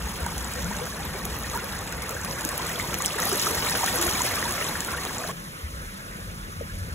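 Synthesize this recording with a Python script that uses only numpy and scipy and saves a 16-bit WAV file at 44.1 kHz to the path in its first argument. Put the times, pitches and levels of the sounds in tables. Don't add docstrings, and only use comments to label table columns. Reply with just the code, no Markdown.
import sys
import numpy as np
from scipy import signal
from scipy.fft import rfft, irfft, next_fast_len
from scipy.io import wavfile
from scipy.ndimage import uniform_filter1d

SR = 44100
rng = np.random.default_rng(int(sys.argv[2]) if len(sys.argv) > 2 else 0)


def digitize_waveform(pressure):
    field = np.atleast_2d(pressure).T
    bounded = np.clip(field, -1, 1)
    quanta = np.round(bounded * 32767).astype(np.int16)
    wavfile.write(sys.argv[1], SR, quanta)


N = 306054
CUT_S = 5.315
CUT = round(CUT_S * SR)
CUT_MARGIN = 300

# start_s [s], nearness_db [dB], rumble_db [dB]
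GRATE_PATH = [(0, 2.5, -39.5), (.8, 4.5, -42), (1.2, 1.5, -38), (1.6, 3.5, -43), (2, 2.5, -42.5),
              (2.8, 7.5, -47), (3.13, 7, -39), (3.35, 13, -70), (3.7, 12.5, -49), (4.05, 13.5, -48),
              (4.35, 12, -45), (4.7, 7.5, -47.5), (5.3, 4.5, -51)]
# [dB per Hz, relative]
GRATE_RUMBLE = [(12, -46), (20, -14), (34, -6), (54, 17.5), (70, 12.5), (125, -8), (168, -3.5), (289, -15),
                (323, -22), (357, -17.5), (400, -19), (520, -14.5), (880, -120)]
GRATE_GURGLE = [(150, -1), (300, -5), (450, -1.5), (650, -6), (800, -2.5), (1200, -3), (1800, -4),
                (2500, -8.5), (3500, -25.5), (6000, -86)]
GRATE_SPRAY = [(1500, -20), (2500, -2.5), (3200, 1.2), (4200, .5), (5000, 1.3), (6200, .5), (8000, -1),
               (12000, -1.5), (13500, -8.5), (16000, -8)]
# pitch_hz [Hz], likeness [0-1]
GRATE_SAME = [(60, .975), (300, .94), (700, .8), (1200, .85), (2000, .65), (2800, .15), (3600, .69),
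              (4200, .78), (4700, .98), (5300, .8), (6100, .76), (6800, .98), (7300, .94), (7800, .68),
              (8300, .74), (8900, .98), (9400, .88), (10000, .7), (11000, .96), (11500, .94), (12100, .66),
              (13000, .97), (13500, .96), (14100, .5), (15000, .97)]
# pitch_hz [Hz], left_lead_rad [rad]; a plain delay above 4.7 kHz
GRATE_LEAD = [(60, .1), (300, -.3), (950, -.55), (1600, .15), (2300, 1.4), (3100, .7), (4700, 3.14),
              (15300, 18.85)]


def grate():
    flow = water(0, CUT + CUT_MARGIN, GRATE_PATH,
                 traffic(CUT + CUT_MARGIN, GRATE_RUMBLE),
                 gurgle(CUT + CUT_MARGIN, GRATE_GURGLE, bubbles_db=-3.),
                 spray(CUT + CUT_MARGIN, GRATE_SPRAY, fizz_db=-5., lumpy_db=1.9),
                 drone_db=-38.5, gurgle_db=-38, spray_db=-41.5)
    return ports(flow + splashes(0), GRATE_SAME, GRATE_LEAD)


# start_s [s], nearness_db [dB], rumble_db [dB]
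POOL_PATH = [(5.42, 0.14, -47), (5.55, -0.69, -45), (5.8, -0.93, -35), (5.95, -0.93, -46.5),
             (6.4, -1.7, -39), (6.9, -1.5, -38.5)]
# [dB per Hz, relative]
POOL_RUMBLE = [(12, -42), (20, -33), (39, 0.5), (65, -13), (99, -3.5), (123, -17), (140, -5), (189, -3),
               (289, -17), (353, -16.5), (400, -47), (520, -76), (880, -120)]
POOL_GURGLE = [(150, -44), (300, -12), (550, -7.5), (700, -15), (1300, -8), (2200, -12.5), (3200, -18.5),
               (6000, -30.5)]
POOL_SPRAY = [(1500, -25), (3500, -2.5), (5000, 0), (6500, -1), (7500, -4.5), (8300, -3), (8900, 0),
              (10300, 0), (11000, -2), (12000, -3), (13500, -10), (14500, -13), (16000, -16)]
# pitch_hz [Hz], likeness [0-1]
POOL_SAME = [(60, .975), (300, .9), (700, .6), (1500, .8), (3200, .55)] + GRATE_SAME[6:]
# pitch_hz [Hz], left_lead_rad [rad]; a plain delay above 4.7 kHz
POOL_LEAD = [(60, .1), (250, -.3), (520, -.9), (900, -3.3), (1700, -4.3), (2800, -3.8), (3500, -4.9),
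             (4700, -3.14), (15300, 12.57)]


def whirlpool():
    start = CUT - CUT_MARGIN
    flow = water(start, N, POOL_PATH,
                 traffic(N - start, POOL_RUMBLE),
                 gurgle(N - start, POOL_GURGLE, bubbles_db=-11.),
                 spray(N - start, POOL_SPRAY, fizz_db=-10., lumpy_db=1.1),
                 drone_db=-45, gurgle_db=-41, spray_db=-45)
    return ports(flow + splashes(CUT_S + .1), POOL_SAME, POOL_LEAD)


GURGLE_FOLLOWS = 0.62
DRONE_FOLLOWS = -0.28


def water(start, stop, path, traffic_noise, body, hiss, drone_db, gurgle_db, spray_db):
    s, *controls = np.transpose(path)
    near_db, rumble_db = (np.interp(np.arange(start, stop) / SR, s, db) for db in controls)
    bottom = signal.sosfiltfilt(signal.butter(3, 110, fs=SR, output="sos"), traffic_noise)
    out = amp(rumble_db) * evened(bottom)
    out += amp(drone_db + DRONE_FOLLOWS * near_db) * evened(traffic_noise - bottom)
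    out += amp(gurgle_db + GURGLE_FOLLOWS * near_db) * evened(body)
    out += amp(spray_db + near_db) * evened(hiss)
    return np.pad(out, ((0, 0), (start, N - stop)))


def spray(n, colour, fizz_db, lumpy_db):
    ticks_db = fizz_db - 5.
    hiss = wash(n, colour, size=256, patchy_db=lumpy_db, flicker_db=0.98 * lumpy_db)
    fizz = grains(n, colour, 2454.0, 14750.0, cycles=6., per_s=1200., spread_db=4.5, is_spray=True)
    ticks = grains(n, colour, 2730.0, 12800.0, cycles=1.6, per_s=300., spread_db=3., is_spray=True)
    return hiss + amp(fizz_db) * fizz + amp(ticks_db) * ticks


def gurgle(n, colour, bubbles_db):
    body = wash(n, colour, size=512, patchy_db=2.5, flicker_db=0.52)
    bubbles = grains(n, colour, 297.7, 3916.0, cycles=9.12, per_s=800., spread_db=3.5, is_spray=False)
    return body + amp(bubbles_db) * bubbles


CLUMP_S, CLUMP_DB = .06, 3.


def grains(n, colour, low_hz, high_hz, cycles, per_s, spread_db, is_spray):
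    count = 30
    surge = evened(uniform_filter1d(rng.standard_normal(n), round(CLUMP_S * SR)))
    strength = amp(spread_db * np.minimum(rng.exponential(1, n), 4))
    strikes = strength * (rng.random(n) < per_s * amp(CLUMP_DB * surge) / SR)
    kind, out = rng.integers(0, count, n), np.zeros(n)
    for k, hz in enumerate(np.geomspace(low_hz, high_hz, count)):
        shape = bubble(hz, cycles * rng.uniform(0.57, 1.6))
        gain = amp(read(colour, hz)) * np.sqrt(hz) / np.linalg.norm(shape)
        out += signal.oaconvolve(strikes * (kind == k), gain * shape)[:n]
    return scattered(evened(out), is_spray)


def splashes(start_s):
    late = np.arange(N) / SR >= start_s
    low_sounds = plops() + glugs() + puffs()
    return scattered(spits() * late, True) + scattered(low_sounds * late, False)


CRACK_HZ, CRACK_S = (4000, 12000), .0035

# start_s [s], level_db [ring peak dB], pitch_hz [Hz], cycles [count], crack_db [peak dB]
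SPITS = [(0.205, -26, 8630.0, 10.0, -32), (0.2208, -39, 4720.0, 6.0, -38),
         (0.2642, -31, 14500.0, 10.0, -17), (0.3807, -28, 9600, 15, -14), (0.4456, -22.5, 7200, 6.1, -37),
         (0.537, -20, 7000, 3.3, -29), (0.6451, -22, 6400, 3, -28), (0.7668, -20, 6360, 3.4, -26),
         (0.7998, -29, 4300, 3, -40), (0.855, -35, 13300.0, 16.0, -21), (1.0518, -17, 12100, 3.9, -33),
         (1.1878, -35, 13300.0, 16.0, -30), (1.253, -18, 10500, 4.9, -16),
         (1.3662, -28, 13300.0, 10.0, -23), (1.3883, -23, 11200.0, 6.0, -30),
         (1.3965, -29, 14500.0, 10.0, -36), (1.4346, -26, 6460, 5.5, -24), (1.4678, -31, 3970.0, 3.5, -33),
         (1.4979, -25, 6070, 6.0, -38), (1.508, -37, 13300.0, 16.0, -34), (1.5499, -17, 11200.0, 2.0, -27),
         (1.5614, -25, 11200.0, 10.0, -28), (1.5677, -30, 9410.0, 10.0, -35),
         (1.5746, -27, 14500.0, 10.0, -16.5), (1.6439, -28, 11000, 16.0, -34),
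         (1.7616, -45, 2810.0, 6.0, -37), (1.7903, -28, 6700, 6.0, -26), (1.8745, -28, 7200, 6.0, -34),
         (1.925, -37, 13300.0, 10.0, -16), (2.022, -21, 8400, 3.1, -19), (2.0831, -29.5, 8700, 10.0, -40),
         (2.0936, -21, 6600, 3.5, -16.5), (2.1099, -20, 11200.0, 3.5, -22), (2.1452, -28, 7040, 3, -29),
         (2.15, -32.0, 14500.0, 10.0, -22), (2.2145, -20.5, 6660.0, 3.2, -33),
         (2.2344, -29, 5610.0, 10.0, -30), (2.2478, -32, 13300.0, 10.0, -16),
         (2.275, -29, 8630.0, 6.0, -33), (2.311, -24.5, 5460, 7.9, -19), (2.3307, -28, 5100, 6.0, -40),
         (2.4098, -18, 6500, 3.5, -17), (2.4502, -29, 10900, 16.0, -7.5), (2.49, -20, 8700, 6.4, -14),
         (2.576, -18.0, 12200.0, 3.5, -21), (2.579, -10, 10600, 3.1, -19), (2.6683, -22, 7160, 6.0, -25),
         (2.6943, -28.0, 14500.0, 6.0, -20), (2.7574, -28, 3240, 12, -24),
         (2.9335, -27.5, 13300.0, 6.0, -22), (2.9428, -15, 12100, 3.5, -10), (2.988, -14, 11200.0, 4, -28),
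         (3.022, -18.5, 6650, 6.0, -11), (3.0477, -20, 3100, 5, -14), (3.0554, -32.5, 13300.0, 16.0, -12),
         (3.0602, -9, 7300, 2.2, -6.5), (3.0658, -16, 5140.0, 3.2, -29), (3.08, -19, 5100, 6.0, -33),
         (3.0886, -29, 4330.0, 6.0, -31), (3.1055, -25, 2650, 6.0, -36), (3.1238, -27, 5140.0, 3.5, -34),
         (3.1826, -26, 8630.0, 16.0, -24), (3.2015, -18, 10500, 8.6, -10), (3.2198, -17, 4800, 1.8, -31),
         (3.2226, -14.5, 5970, 4, -29), (3.2375, -29, 4700, 3, -26), (3.254, -8, 11200.0, 2.8, -17),
         (3.2551, -32, 4330.0, 3.5, -25), (3.2617, -27.0, 13300.0, 10.0, -26),
         (3.2731, -21, 4400, 2.3, -30), (3.277, -24, 12000, 4, -26), (3.282, -21, 4750, 3.2, -32),
         (3.292, -15, 13300.0, 2.0, -19), (3.2926, -14, 9900, 7.6, -19), (3.3083, -31, 13300.0, 16.0, -33),
         (3.3156, -18, 5140.0, 5, -21), (3.33, -22, 11200.0, 6.0, -15), (3.3282, -25, 4330.0, 2.0, -11),
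         (3.3573, -21, 11200.0, 6.0, -17), (3.3702, -14, 9350, 2.7, -27), (3.3972, -9, 5700, 1.4, -26),
         (3.417, -14, 10200, 4.8, -10), (3.4237, -17, 4650, 6.9, -24), (3.445, -21, 5140.0, 3.5, -32),
         (3.4498, -19, 11100, 10.0, -25), (3.474, -24.5, 14500.0, 10.0, -17), (3.4814, -28, 4760, 6.0, -21),
         (3.606, -23.0, 4300, 8.4, -29), (3.697, -18, 4970, 3, -12), (3.7115, -14, 7920.0, 6.0, -28),
         (3.7733, -15, 10800, 6.0, -24), (3.8429, -15, 6110.0, 3.8, -26), (3.862, -18.5, 8630.0, 6.0, -8),
         (3.9566, -13, 10900, 6.0, -21), (3.9632, -14, 10100, 6.0, -24), (4.0145, -3.5, 8450, 1.3, -22),
         (4.027, -12.0, 10200, 2.0, -12), (4.0368, -25, 4720.0, 3.5, -32), (4.051, -12, 11200.0, 3.5, -19),
         (4.0673, -18, 10000, 6.0, -19), (4.0895, -25, 3100, 12, -30), (4.2189, -13.5, 6780, 8.2, -9),
         (4.254, -22, 4740, 3.5, -32), (4.2645, -17.5, 10200, 11, -15), (4.4167, -33, 4330.0, 6.0, -23),
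         (4.507, -22, 13300.0, 6.0, -21), (4.51, -34, 5140.0, 3.1, -13), (4.6231, -21.5, 2600, 8.3, -31),
         (4.6433, -22, 6760, 7.1, -25), (4.667, -23.5, 3320, 3.5, -18), (4.688, -25, 11200.0, 10.0, -25),
         (4.8056, -22, 6600, 5.6, -10), (4.8481, -23, 8800, 3, -17), (4.872, -25, 10000, 10.0, -27),
         (5.036, -25, 9410.0, 3.1, -28), (5.0514, -27.5, 8550, 10.0, -13.5), (5.0636, -33, 3530, 5.1, -38),
         (5.0704, -28, 3520, 7.5, -36), (5.1826, -20.5, 6740, 8, -35), (5.2894, -40, 9410.0, 10.0, -32),
         (6.7877, -33, 8700, 10.0, -38)]


def spits():
    out, t = np.zeros(N), np.arange(300) / SR
    tears = rng.standard_normal((len(SPITS), len(t))) * amp(-60 * t / CRACK_S)
    cracks = signal.sosfilt(signal.butter(1, CRACK_HZ, "band", fs=SR, output="sos"), tears)
    for (s, level_db, hz, cycles, crack_db), crack in zip(SPITS, cracks):
        add(out, s, amp(crack_db) * crack / abs(crack).max())
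        add(out, s, amp(level_db) * bubble(hz, max(cycles, 1)))
    return out


# start_s [s], level_db [peak dB], pitch_hz [Hz], cycles [count]
PLOPS = [(0.188, -33, 2040, 4.9), (0.2014, -31, 470, 5.2), (0.2638, -24, 840, 3), (0.2653, -24, 1400, 2.6),
         (0.293, -44, 2580.0, 10.0), (0.71, -28, 860, 5.4), (0.792, -30, 810, 3.2),
         (0.9974, -33, 743, 10.0), (1.147, -33.5, 380, 5.2), (1.2376, -33, 2580.0, 3.5),
         (1.443, -26.5, 1710, 6), (1.5436, -28, 990, 3.5), (1.5523, -28, 890, 10.5),
         (1.554, -29, 1550, 5.5), (1.555, -38, 385.0, 3.5), (1.573, -28, 1340, 8.5),
         (1.5869, -27.5, 1330, 5.7), (1.6345, -32, 486, 5.9), (1.733, -31, 1500, 3.5),
         (2.0296, -30, 2030, 5.5), (2.085, -33, 1246, 12), (2.1498, -29.5, 470, 3.4),
         (2.1657, -25, 1520, 5.1), (2.452, -27, 280, 2.3), (2.5057, -30.0, 1510, 8), (2.526, -34, 950, 5.5),
         (2.583, -32.5, 2560, 6.0), (2.5952, -27, 955, 6.9), (2.698, -25, 1790, 9.6), (2.717, -28, 2430, 6),
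         (2.7742, -32, 636, 8.3), (2.7862, -36, 2170.0, 6.0), (2.798, -16, 1970, 3.3),
         (2.9305, -28, 2120, 6.0), (2.9807, -32.5, 482, 6.9), (3.003, -24, 1060, 4.8),
         (3.1575, -25.5, 417, 4), (3.1856, -18, 1670.0, 2.6), (3.189, -31.5, 464, 12.6),
         (3.195, -21, 1180, 3.7), (3.221, -26, 1090, 3.2), (3.228, -18.5, 1800, 4.1),
         (3.2629, -26, 714, 6.7), (3.2698, -25, 1150, 5.6), (3.3165, -22, 1190, 2.6),
         (3.4674, -18.5, 1180, 5.6), (3.548, -30, 434, 4.2), (3.571, -30, 1070, 5), (3.528, -32, 432, 7.8),
         (3.6239, -14, 2600, 1.7), (3.6676, -31, 593.0, 1.9), (3.6692, -17.5, 2130, 3),
         (3.7505, -15.5, 2360.0, 1.3), (3.7528, -16, 1380, 1.6), (3.808, -26, 840, 3.7),
         (3.831, -21, 900, 5), (3.8382, -22.5, 712, 4.6), (3.84, -21.5, 1080, 3.8), (3.882, -20, 1700, 3.9),
         (3.945, -28.5, 462, 9.4), (3.9576, -24, 1420, 3.5), (3.981, -29, 322, 10.6),
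         (4.039, -30, 327, 7.3), (4.0619, -25, 645, 5.2), (4.074, -29, 338, 4.1), (4.079, -25, 1280, 4.9),
         (4.1505, -24, 2170, 13), (4.204, -22, 924, 6.2), (4.249, -31, 490, 4.1), (4.3118, -21, 1970, 3.2),
         (4.3663, -22, 1540, 5), (4.378, -23, 1130, 5.2), (4.4266, -14.5, 1680, 2.2), (4.45, -28, 895, 12),
         (4.48, -21, 1530.0, 3.5), (4.482, -36.5, 345, 6.9), (4.548, -31, 1080, 7.1),
         (4.58, -20.5, 1990.0, 3.1), (4.5986, -34, 540, 7.8), (4.603, -23, 2500, 2.8),
         (4.6119, -19, 2000, 3.1), (4.614, -30, 432, 2.5), (4.624, -26, 1710, 6.8),
         (4.6672, -26, 2170.0, 2.0), (4.7111, -26.0, 1950, 4), (4.7548, -18, 1600, 3),
         (4.82, -28, 1610, 8.7), (4.885, -24, 1360, 4), (4.982, -26, 1720, 8), (4.938, -27, 1290.0, 5.4),
         (4.946, -24, 1420, 4.9), (5.0115, -36, 2090, 6.0), (5.1072, -28, 1000, 3.2),
         (5.239, -24, 1610, 5.3), (5.242, -25, 1080, 2.0), (5.2477, -27, 625, 2.9), (5.2608, -32, 696, 3),
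         (5.2909, -28.5, 1020, 11.7), (5.2912, -31, 617, 5.3), (5.2905, -39, 315, 3.4),
         (6.695, -38, 1540, 11)]


def plops():
    out = np.zeros(N)
    for s, level_db, hz, cycles in PLOPS:
        add(out, s, amp(level_db) * bubble(hz, max(cycles, 1)))
    return out


# start_s [s], level_db [peak dB], pitch_hz [first Hz], cycles [count], climb [fraction]
GLUGS = [(0.565, -33, 470, 12, .07), (0.618, -28, 141.6, 11, 0.18), (0.8118, -27, 471, 9.5, 0.025),
         (3.32, -23, 374, 7.4, 0.055), (3.4984, -32, 369, 7, 0.13), (3.872, -25, 1256, 9.8, .2),
         (6.609, -24, 600, 3.9, -0.078)]


def glugs():
    out = np.zeros(N)
    for s, level_db, hz, cycles, climb in GLUGS:
        add(out, s, amp(level_db) * bubble(hz, cycles, climb))
    return out


# start_s [s], level_db [peak dB], pitch_hz [Hz]
PUFFS = [(0.024, -33, 62.5), (0.214, -25, 66.7), (1.24, -35, 59), (1.522, -30, 49.4), (5.633, -24.5, 68),
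         (5.737, -26, 56), (5.85, -38, 75), (6.279, -31, 80.5), (6.49, -38, 46), (6.577, -31, 75),
         (6.91, -26, 79)]


def puffs():
    out = np.zeros(N)
    for s, level_db, hz in PUFFS:
        add(out, s, amp(level_db) * bubble(hz, cycles=1.67))
    return out


def traffic(n, colour):
    return wash(n, colour, size=4096, patchy_db=1.5, flicker_db=0.93)


def bubble(hz, cycles, climb=.04):
    u = np.arange(int(3 * cycles * SR / hz) + 8) * hz / (cycles * SR)
    envelope = np.e * 2 * u * np.exp(-2 * u)
    return envelope * np.sin(2 * np.pi * cycles * u * (1 + climb * u))


def wash(n, colour, size, patchy_db, flicker_db):
    hop = size // 4
    frames, hz = n // hop + 5, np.fft.rfftfreq(size, 1 / SR)
    a, b, c, d, patches = rng.standard_normal((frames, len(hz), 5)).T
    patches = uniform_filter1d(patches, size=4, axis=0)
    patches = evened(uniform_filter1d(patches, size=10, axis=1))
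    flicker = evened(uniform_filter1d(rng.standard_normal(frames), size=6))
    level_db = read(colour, hz)[:, None] + patchy_db * patches + flicker_db * flicker
    spectra = np.array([a + 1j * b, c + 1j * d]) * amp(level_db)
    return evened(signal.istft(spectra, nperseg=size, noverlap=size - hop)[1][:, :n])


SHAFT_S = 0.059
SPRAY_TAIL_S, SPRAY_TAIL_DB = 0.036, -8
PLACE_S = .006


def scattered(x, is_spray):
    if not is_spray:
        return np.array([x, smeared(x, SHAFT_S)])
    x = x + amp(SPRAY_TAIL_DB) * smeared(x, SPRAY_TAIL_S)
    side = np.tanh(4 * evened(uniform_filter1d(rng.standard_normal(len(x)), round(PLACE_S * SR))))
    quarter_turn = signal.hilbert(x, next_fast_len(len(x))).imag[:len(x)]
    return np.array([x, side * quarter_turn])


def smeared(x, t60):
    echo = rng.standard_normal(2000) * amp(-60 * np.arange(2000) / SR / t60)
    return signal.oaconvolve(x, echo / np.linalg.norm(echo))[:len(x)]


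# pitch_hz [Hz], left_minus_right_db [dB]
TILT = [(60, .4), (150, 2), (380, .3), (950, 0), (2400, -.6), (6000, 0), (15000, 0)]


def ports(pair, same, lead):
    size = next_fast_len(N + 1000)
    hz, (near, other) = np.fft.rfftfreq(size, 1 / SR), rfft(pair, size)
    likeness = np.clip(read(same, hz), 0, 1)
    half = amp(read(TILT, hz) / 2) * np.exp(.5j * np.interp(hz, *np.transpose(lead)))
    blend = likeness * near + np.sqrt(1 - likeness ** 2) * other
    return irfft(np.array([near * half, blend / half]), size)[:, :N]


def amp(db):
    return 10 ** (np.asarray(db) / 20)


def evened(x):
    return x / np.sqrt(np.mean(x ** 2) + 1e-20)


def read(points, hz):
    f, value = np.transpose(points)
    return np.interp(np.log(hz + 1), np.log(f + 1), value)


def add(mix, s, sound):
    part = mix[round(s * SR):][:len(sound)]
    part += sound[:len(part)]


def scene():
    after = np.clip((np.arange(N) - CUT) / 130, 0, 1)
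    return (1 - after) * grate() + after * whirlpool()


def record(dry):
    thin = signal.sosfilt(signal.butter(2, 36., "high", fs=SR, output="sos"), dry)
    low_pass = signal.firwin(1023, 15740, window=("kaiser", 9), fs=SR)
    return signal.oaconvolve(thin, low_pass[None], "same")


dry = scene()
out = record(dry)
digitize_waveform(out)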